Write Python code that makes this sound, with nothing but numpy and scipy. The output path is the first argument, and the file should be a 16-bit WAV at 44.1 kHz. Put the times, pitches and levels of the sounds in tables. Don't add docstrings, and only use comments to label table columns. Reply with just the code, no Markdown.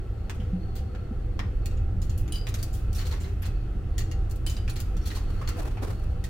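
import sys
import numpy as np
from scipy import signal
from scipy.fft import rfft, irfft
from scipy.io import wavfile
from scipy.ndimage import uniform_filter1d

SR = 44100
rng = np.random.default_rng(int(sys.argv[2]) if len(sys.argv) > 2 else 0)


def inscribe(sig):
    pcm = np.round(np.clip(np.atleast_2d(sig).T, -1, 1) * 32767)
    wavfile.write(sys.argv[1], SR, pcm.astype(np.int16))


N = 277389


def amp(db):
    return 10 ** (np.asarray(db) / 20)


def evened(x):
    return x / np.sqrt(np.mean(x ** 2) + 1e-20)


def read(points, hz):
    point_hz, value = np.transpose(points)
    return np.interp(np.log(hz + 1), np.log(point_hz + 1), value)


def add(mix, start_s, sound):
    part = mix[:, round(start_s * SR):][:, :sound.shape[-1]]
    part += sound[..., :part.shape[-1]]


def coloured(x, points):
    n = x.shape[-1]
    return irfft(rfft(x) * amp(read(points, np.fft.rfftfreq(n, 1 / SR))), n)


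def ring(hz, t60_s, rise_s=0.00017):
    t = np.arange(SR // 2) / SR
    decay = amp(-60 * t / max(t60_s, .01))
    rise = -np.expm1(-t / max(rise_s, 1e-4))
    return decay * rise * np.sin(2 * np.pi * hz * t)


# pitch_hz, width_hz, boost_db (mean)
PANEL_MODES = [(165.8, 12, 6.5), (322, 48, 5), (390.3, 25.7, 7), (494, 10.5, 7.5), (780, 13.3, 8),
               (1342, 69, 6.5), (2570, 75, 7.5), (4370, 230, 9)]
# pitch_hz, correlation (0..1)
LIKENESS = [(30, 0.99), (80, 0.98), (180, 0.98), (500, 0.33), (1300, 0.37), (4000, 0.1), (15000, 0.067)]
# pitch_hz, left_minus_right_db
BALANCE = [(30, -2.5), (70, -0.1), (200, 0), (550, 3), (1600, 1.5), (5000, 0.5), (14000, 1)]


def wash(spectrum, patchy_db, size):
    hop = size // 4
    hz = np.fft.rfftfreq(size, 1 / SR)
    frames = N // hop + 6
    a, b, c, d, patches = rng.standard_normal((frames, len(hz), 5)).T
    patches = uniform_filter1d(patches, size=6, axis=0)
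    patches = evened(uniform_filter1d(patches, size=8, axis=1))
    shake = rng.standard_normal((frames, len(PANEL_MODES)))
    shake = uniform_filter1d(shake, size=SR // 4 // hop, axis=0).T
    panels_db = 0
    for (panel_hz, width_hz, boost_db), drift in zip(PANEL_MODES, shake):
        bump_db = boost_db / (1 + (2 * (hz - panel_hz) / width_hz) ** 2)
        panels_db = panels_db + np.outer(bump_db, 1 + .5 * evened(drift))
    same = np.clip(read(LIKENESS, hz), -1, 1)[:, None]
    left = a + 1j * b
    right = same * left + np.sqrt(1 - same ** 2) * (c + 1j * d)
    lean_db = np.array([.5, -.5])[:, None] * read(BALANCE, hz)
    level_db = (read(spectrum, hz) + lean_db)[..., None] + panels_db + patchy_db * patches
    spectra = np.array([left, right]) * amp(level_db)
    return evened(signal.istft(spectra, nperseg=size, noverlap=size - hop)[1][:, :N])


# time_s, rumble_db, roar_db, hiss_db
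RIDE_LEVELS = [(0.0, -31, -44.5, -58.5), (2.0, -25.5, -43, -59), (2.38, -27, -44, -55),
               (4.08, -27.5, -44, -58.5), (5.57, -27, -43.5, -52.5), (6.29, -28.5, -44.5, -58)]
# pitch_hz, density_db_per_hz (relative)
RUMBLE_SPECTRUM = [(12, -9.5), (22, 2), (36, 5), (50, 2), (88, -0.5), (118, -4.5), (146, -31), (178, -20.5),
                   (220, -24), (290, -39), (480, -120)]
# pitch_hz, density_db_per_hz (relative)
ROAR_SPECTRUM = [(76, -67), (130, -5), (252, -9.5), (495, -13.5), (584, -19), (776, -18), (995, -34),
                 (1320, -29), (2200, -34.5), (2860, -97)]
# pitch_hz, density_db_per_hz (relative)
HISS_SPECTRUM = [(710, -19), (1200, -7.5), (2340, -17.5), (2780, -14), (4200, -22.5), (15500, -33.5),
                 (16400, -41)]
# start_s, level_db, pitch_hz, t60_s
KNOCKS = [(0.391, -21, 202, 0.073), (0.528, -17.5, 180.2, 0.24), (1.11, -12.5, 223, 0.041),
          (1.505, -32, 151, 0.054), (1.943, -28.5, 182.6, 0.25), (2.298, -26, 317, 0.077),
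          (5.582, -27.5, 685, 0.08), (5.82, -22.5, 267, 0.06)]


def carriage():
    time_s, *levels = np.transpose(RIDE_LEVELS)
    t = np.arange(N) / SR
    rumble, roar, hiss = (amp(np.interp(t, time_s, level_db)) for level_db in levels)
    out = rumble * wash(RUMBLE_SPECTRUM, 1.0, size=8192)
    out += roar * wash(ROAR_SPECTRUM, 1.0, size=4096)
    out += hiss * wash(HISS_SPECTRUM, 1.0, size=1024)
    for start_s, level_db, pitch_hz, t60_s in KNOCKS:
        add(out, start_s, amp(level_db) * ring(pitch_hz, t60_s, 0.0073)[None])
    return out


ENDS_DB, BODY_SHARE = -8.5, 0.47
CLANK_PER_BRIGHT = -0.2
CLANK_FALL_DB = 165
# pitch_hz, level_db (relative), t60_s
CABINET_MODES = [(1200, -10, .04), (1900, -4, .06), (2795, -6, .07), (3700, -12, .05), (4370, -7, .05),
                 (4730, -10, .05), (5700, -11, .04), (6750, 3, .035), (7800, -9, .04)]


def tap(level_db, bright_db, clank_hz, decay_s, ring_db,
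        clank_db, half_width_share, note, rise_s, uneven_db):
    t = np.arange(SR // 4) / SR
    hz = np.fft.rfftfreq(len(t), 1 / SR)
    shared, wobble, *own = rng.standard_normal((4, len(t)))
    low_db = ENDS_DB - BODY_SHARE * bright_db
    high_db = ENDS_DB + (1 - BODY_SHARE) * bright_db
    colour = [(400, low_db + 0.5), (900, low_db), (2000, low_db), (3500, -5.0),
              (7000, -2.5 + 0.45 * high_db), (10000, high_db), (16000, high_db - 1.5)]

    lumps_db = 1.5 * evened(uniform_filter1d(rng.standard_normal(len(hz)), size=110))
    peaks = sum(amp(ring_db + mode_db - 4) / (1 + ((hz - mode_hz) / (0.029 * mode_hz)) ** 2)
                for mode_hz, mode_db, _ in CABINET_MODES)
    body_db = 20 * np.log10(1 + peaks)
    source = 0.4 * shared + 1.28 * np.array(own)
    rattle = evened(irfft(rfft(source) * amp(read(colour, hz) + lumps_db + body_db), len(t)))
    u = t / max(decay_s, .01)
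    fall = amp(-30 * u - 14 * u ** 2) + np.exp(-t / 0.0024)
    fall *= amp(uneven_db * evened(uniform_filter1d(wobble, size=70)))

    band = 1 / (1 + ((hz - clank_hz) / (half_width_share * clank_hz)) ** 2)
    clank = evened(irfft(rfft(shared) * band, len(t)))
    clank = 0.7 * (clank + note * np.sin(2 * np.pi * clank_hz * t))
    clank_gain = amp(clank_db + CLANK_PER_BRIGHT * bright_db - CLANK_FALL_DB * u)

    spots_db = rng.normal(0, 2, (len(CABINET_MODES), 2, 1))
    chatter = uniform_filter1d(rng.standard_normal((len(CABINET_MODES), 2, len(t))), size=200)
    modes = np.zeros((2, len(t)))
    for (mode_hz, mode_db, t60_s), spot_db, rough in zip(CABINET_MODES, spots_db, chatter):
        gain = amp(mode_db + read(colour, mode_hz) + spot_db) * (1 + .5 * evened(rough))
        modes += gain * ring(mode_hz, t60_s)[:len(t)]

    sound = rattle * fall + clank_gain * clank + amp(ring_db) * modes
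    return amp(level_db) * sound * -np.expm1(-t / max(rise_s, 1e-4))


# clank_db, half_width_share (of clank_hz), note (strength), rise_s, uneven_db
TAP_SETTINGS = (1, 0.06, 1.1, 0.00054, 1)
TUMBLE_SETTINGS = (4.5, 0.05, 0.4, 0.0049, 3)
TUMBLE_RING_DB = -35
# start_s, level_db, bright_db (treble minus body), clank_hz, decay_s, ring_db
CONTACTS = [(0.296, -39.5, -17.5, 850, 0.048, -10), (0.346, -62, 7, 11000, 0.077, -9),
            (0.3998, -57, -21, 3050, 0.27, -21), (0.949, -48, -27, 1340, 0.053, -18),
            (1.3917, -34, -26, 1130, 0.03, -16), (1.409, -59, -52, 1880, 0.2, -10),
            (1.6575, -39.5, 7, 2550, 0.033, 2), (1.71, -57, -17, 2670, 0.095, -5),
            (1.771, -60, -17, 6900, 0.093, -9), (2.017, -49.5, -2, 5100, 0.12, -6),
            (2.095, -51.5, -2, 6800, 0.1, 5), (2.177, -47, 15, 11200, 0.099, -10),
            (2.278, -48.5, -17, 6940, 0.038, -8), (2.3218, -42.5, 5, 8500, 0.07, -21),
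            (2.4686, -38.5, -13, 2520, 0.033, -9), (2.487, -43, 2, 3900, 0.04, -10),
            (2.541, -36.5, -5, 6400, 0.043, -15), (2.587, -52, -3, 4560, 0.21, -8),
            (2.6279, -35.5, 9, 4760, 0.035, -14), (2.929, -43, 7, 5650, 0.018, -17),
            (3.014, -53, -14, 4300, 0.049, -12), (3.067, -44, -4, 4100, 0.037, -16),
            (3.9801, -38, 4, 1960, 0.077, 6), (4.0043, -46.5, -10, 1970, 0.066, 10.5),
            (4.1136, -47.5, -6, 1960, 0.058, 9), (4.297, -54, 7, 9000, 0.046, -2),
            (4.3106, -46.5, 10, 4440, 0.041, -12), (4.358, -52.5, 13, 12100, 0.039, -10),
            (4.464, -39.5, 0.5, 8500, 0.1, -5), (4.4962, -44, -1, 6770, 0.15, -17),
            (4.567, -47, -12, 3930, 0.059, -14), (4.678, -43.5, -16, 2490, 0.071, -15),
            (4.6966, -39.5, 1, 4260, 0.047, -6.5), (4.8017, -38.5, 9, 4800, 0.04, -7),
            (4.967, -50.5, -3, 5540, 0.054, -3), (5.1033, -45.5, -22, 4120, 0.08, -10),
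            (5.111, -48.5, -9, 1936, 0.22, -14), (5.414, -49.5, -29, 1170, 0.16, -11),
            (5.475, -40, -15, 4400, 0.1, -25), (5.489, -36.5, -3, 1160, 0.024, -18),
            (5.771, -46, -33, 750, 0.068, -19), (6.2397, -42.5, -4, 1870, 0.069, -26)]
# start_s, level_db, bright_db, clank_hz, decay_s
TUMBLE_RATTLES = [(0.7526, -46.5, -5, 14200, 0.11), (2.344, -43, 1, 3980, 0.097),
                  (2.7286, -47.5, 10, 7300, 0.19), (2.946, -42, 2, 5540, 0.16),
                  (2.9802, -42.5, -11.5, 4400, 0.19), (3.052, -47, -5, 4200, 0.19),
                  (3.108, -42.5, -13.5, 4300, 0.16), (3.124, -44, -49, 980, 0.082),
                  (3.1998, -50, -6, 7250, 0.24), (3.2385, -51, -23, 4000, 0.17),
                  (3.419, -45.5, -15.5, 11700, 0.15), (3.4528, -40.5, -4, 4200, 0.06),
                  (4.757, -42.5, -9, 4180, 0.13), (5.011, -61, -6, 5600, 0.57),
                  (5.054, -39.5, -2.5, 4230, 0.098), (5.071, -38.5, 4, 4230, 0.043),
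                  (5.1482, -39.5, -5, 4380, 0.095), (5.167, -46, -39, 1100, 0.087)]


def coins():
    out = np.zeros((2, N))
    for start_s, *blow in CONTACTS:
        add(out, start_s, tap(*blow, *TAP_SETTINGS))
    for start_s, *rattle in TUMBLE_RATTLES:
        add(out, start_s, tap(*rattle, TUMBLE_RING_DB, *TUMBLE_SETTINGS))
    return out


def corridor(x):
    t = np.arange(SR // 2) / SR
    noise = rng.standard_normal((2, len(t))) * (t > .004)
    dull = signal.lfilter([.4], [1, -.6], noise)
    tail = noise * amp(-60 * t / 0.038) + dull * amp(-11.5 - 60 * t / 0.4)
    return signal.fftconvolve(x, tail / np.linalg.norm(tail[0]), axes=1)[:, :N]


def flutter(depth_db):
    drift = uniform_filter1d(rng.standard_normal(N), size=220)
    drift = evened(uniform_filter1d(drift, size=220))
    return amp(depth_db * (1 - drift ** 2) / 2)


# pitch_hz (first row replaced by low_hz), level_db (relative), t60_s
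CHUTE_MODES = [(3022, 0, .2), (3183, -8, .12), (3940, -9, .08), (4825, -3, .04), (4865, -17, .36),
               (9420, -6, .05)]
# start_s, level_db, low_hz, pair_db (extra, near 4.8 kHz), top_db (extra, top mode)
BLOWS = [(2.3224, -37.5, 2998, -4, 9.5), (2.341, -45, 2998, 4, -12), (2.3575, -40, 2998, 8, -1),
         (2.383, -48, 2998, 7, -10), (2.412, -52, 2998, 11, -10), (4.465, -39, 3025, 2, -6),
         (4.566, -50, 3025, 12, -6)]
# start_s, level_db, pitch_hz
COIN_RINGS = [(2.2797, -58, 11600), (2.5421, -46, 11600), (4.4662, -44, 10500), (4.7331, -52, 11000)]


def rings():
    plate, coin = np.zeros((len(CHUTE_MODES), N)), np.zeros((1, N))
    for start_s, level_db, low_hz, pair_db, top_db in BLOWS:
        modes = [(low_hz, *CHUTE_MODES[0][1:]), *CHUTE_MODES[1:]]
        blow = []
        for hz, mode_db, t60_s in modes:
            extra_db = pair_db * (4500 < hz < 5200) + top_db * (hz > 8000)
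            blow.append(amp(level_db + mode_db + extra_db) * ring(hz, t60_s, 0.00035))
        add(plate, start_s, np.array(blow))
    for start_s, level_db, pitch_hz in COIN_RINGS:
        add(coin, start_s, amp(level_db) * ring(pitch_hz, 0.13)[None])
    return sum(mode * flutter(6.5) for mode in plate) + coin * flutter(6)


RUB_TREBLE_DB, RUB_TREBLE_DB_PER_S = -14.5, 17.5
# start_s, level_db, length_s
STROKES = [(5.28, -45, 0.16), (5.389, -43.5, 0.09), (5.561, -38, 0.2), (5.649, -38.5, 0.11),
           (5.816, -35, 0.14), (5.899, -50.5, 0.33)]


def sleeve():
    body_colour = [(120, -5), (280, 7.0), (480, 6.0), (700, 1.0), (1300, -3), (3000, -16.5), (5000, -75)]
    edge_colour = [(2000, -42), (3500, 2.0), (8000, -3), (16000, -7.0)]
    out = np.zeros((2, N))
    for start_s, level_db, length_s in STROKES:
        u = np.arange(SR // 2) / SR / max(length_s, .02)
        left, right, grip = rng.standard_normal((3, len(u)))
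        grains = np.array([left, right]) * amp(4.5 * evened(uniform_filter1d(grip, size=700)))
        body = evened(coloured(grains, body_colour))
        edge = evened(coloured(grains, edge_colour))
        edge_gain = amp(RUB_TREBLE_DB + RUB_TREBLE_DB_PER_S * length_s)
        stroke = -np.expm1(-u / 0.054) * np.exp(-3 * u ** 2)
        add(out, start_s, amp(level_db) * stroke * (body + edge_gain * edge))
    return out


def scene():
    near, metal = coins(), rings()
    wet = near + amp(-5) * metal
    return near + metal + amp(-2.0) * corridor(wet) + sleeve() + carriage()


EDGE_HZ = 15900
# pitch_hz, gain_db
SIDE_GAIN = [(1000, -2), (14000, 1)]


def record(dry):
    mid = (dry[0] + dry[1]) / 2
    side = coloured((dry[0] - dry[1]) / 2, SIDE_GAIN)
    pair = np.array([mid + side, mid - side])
    lowpass = signal.firwin(511, EDGE_HZ, window=("kaiser", 9), fs=SR)
    return signal.oaconvolve(pair, lowpass[None], "same")


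dry = scene()
out = record(dry)
inscribe(out)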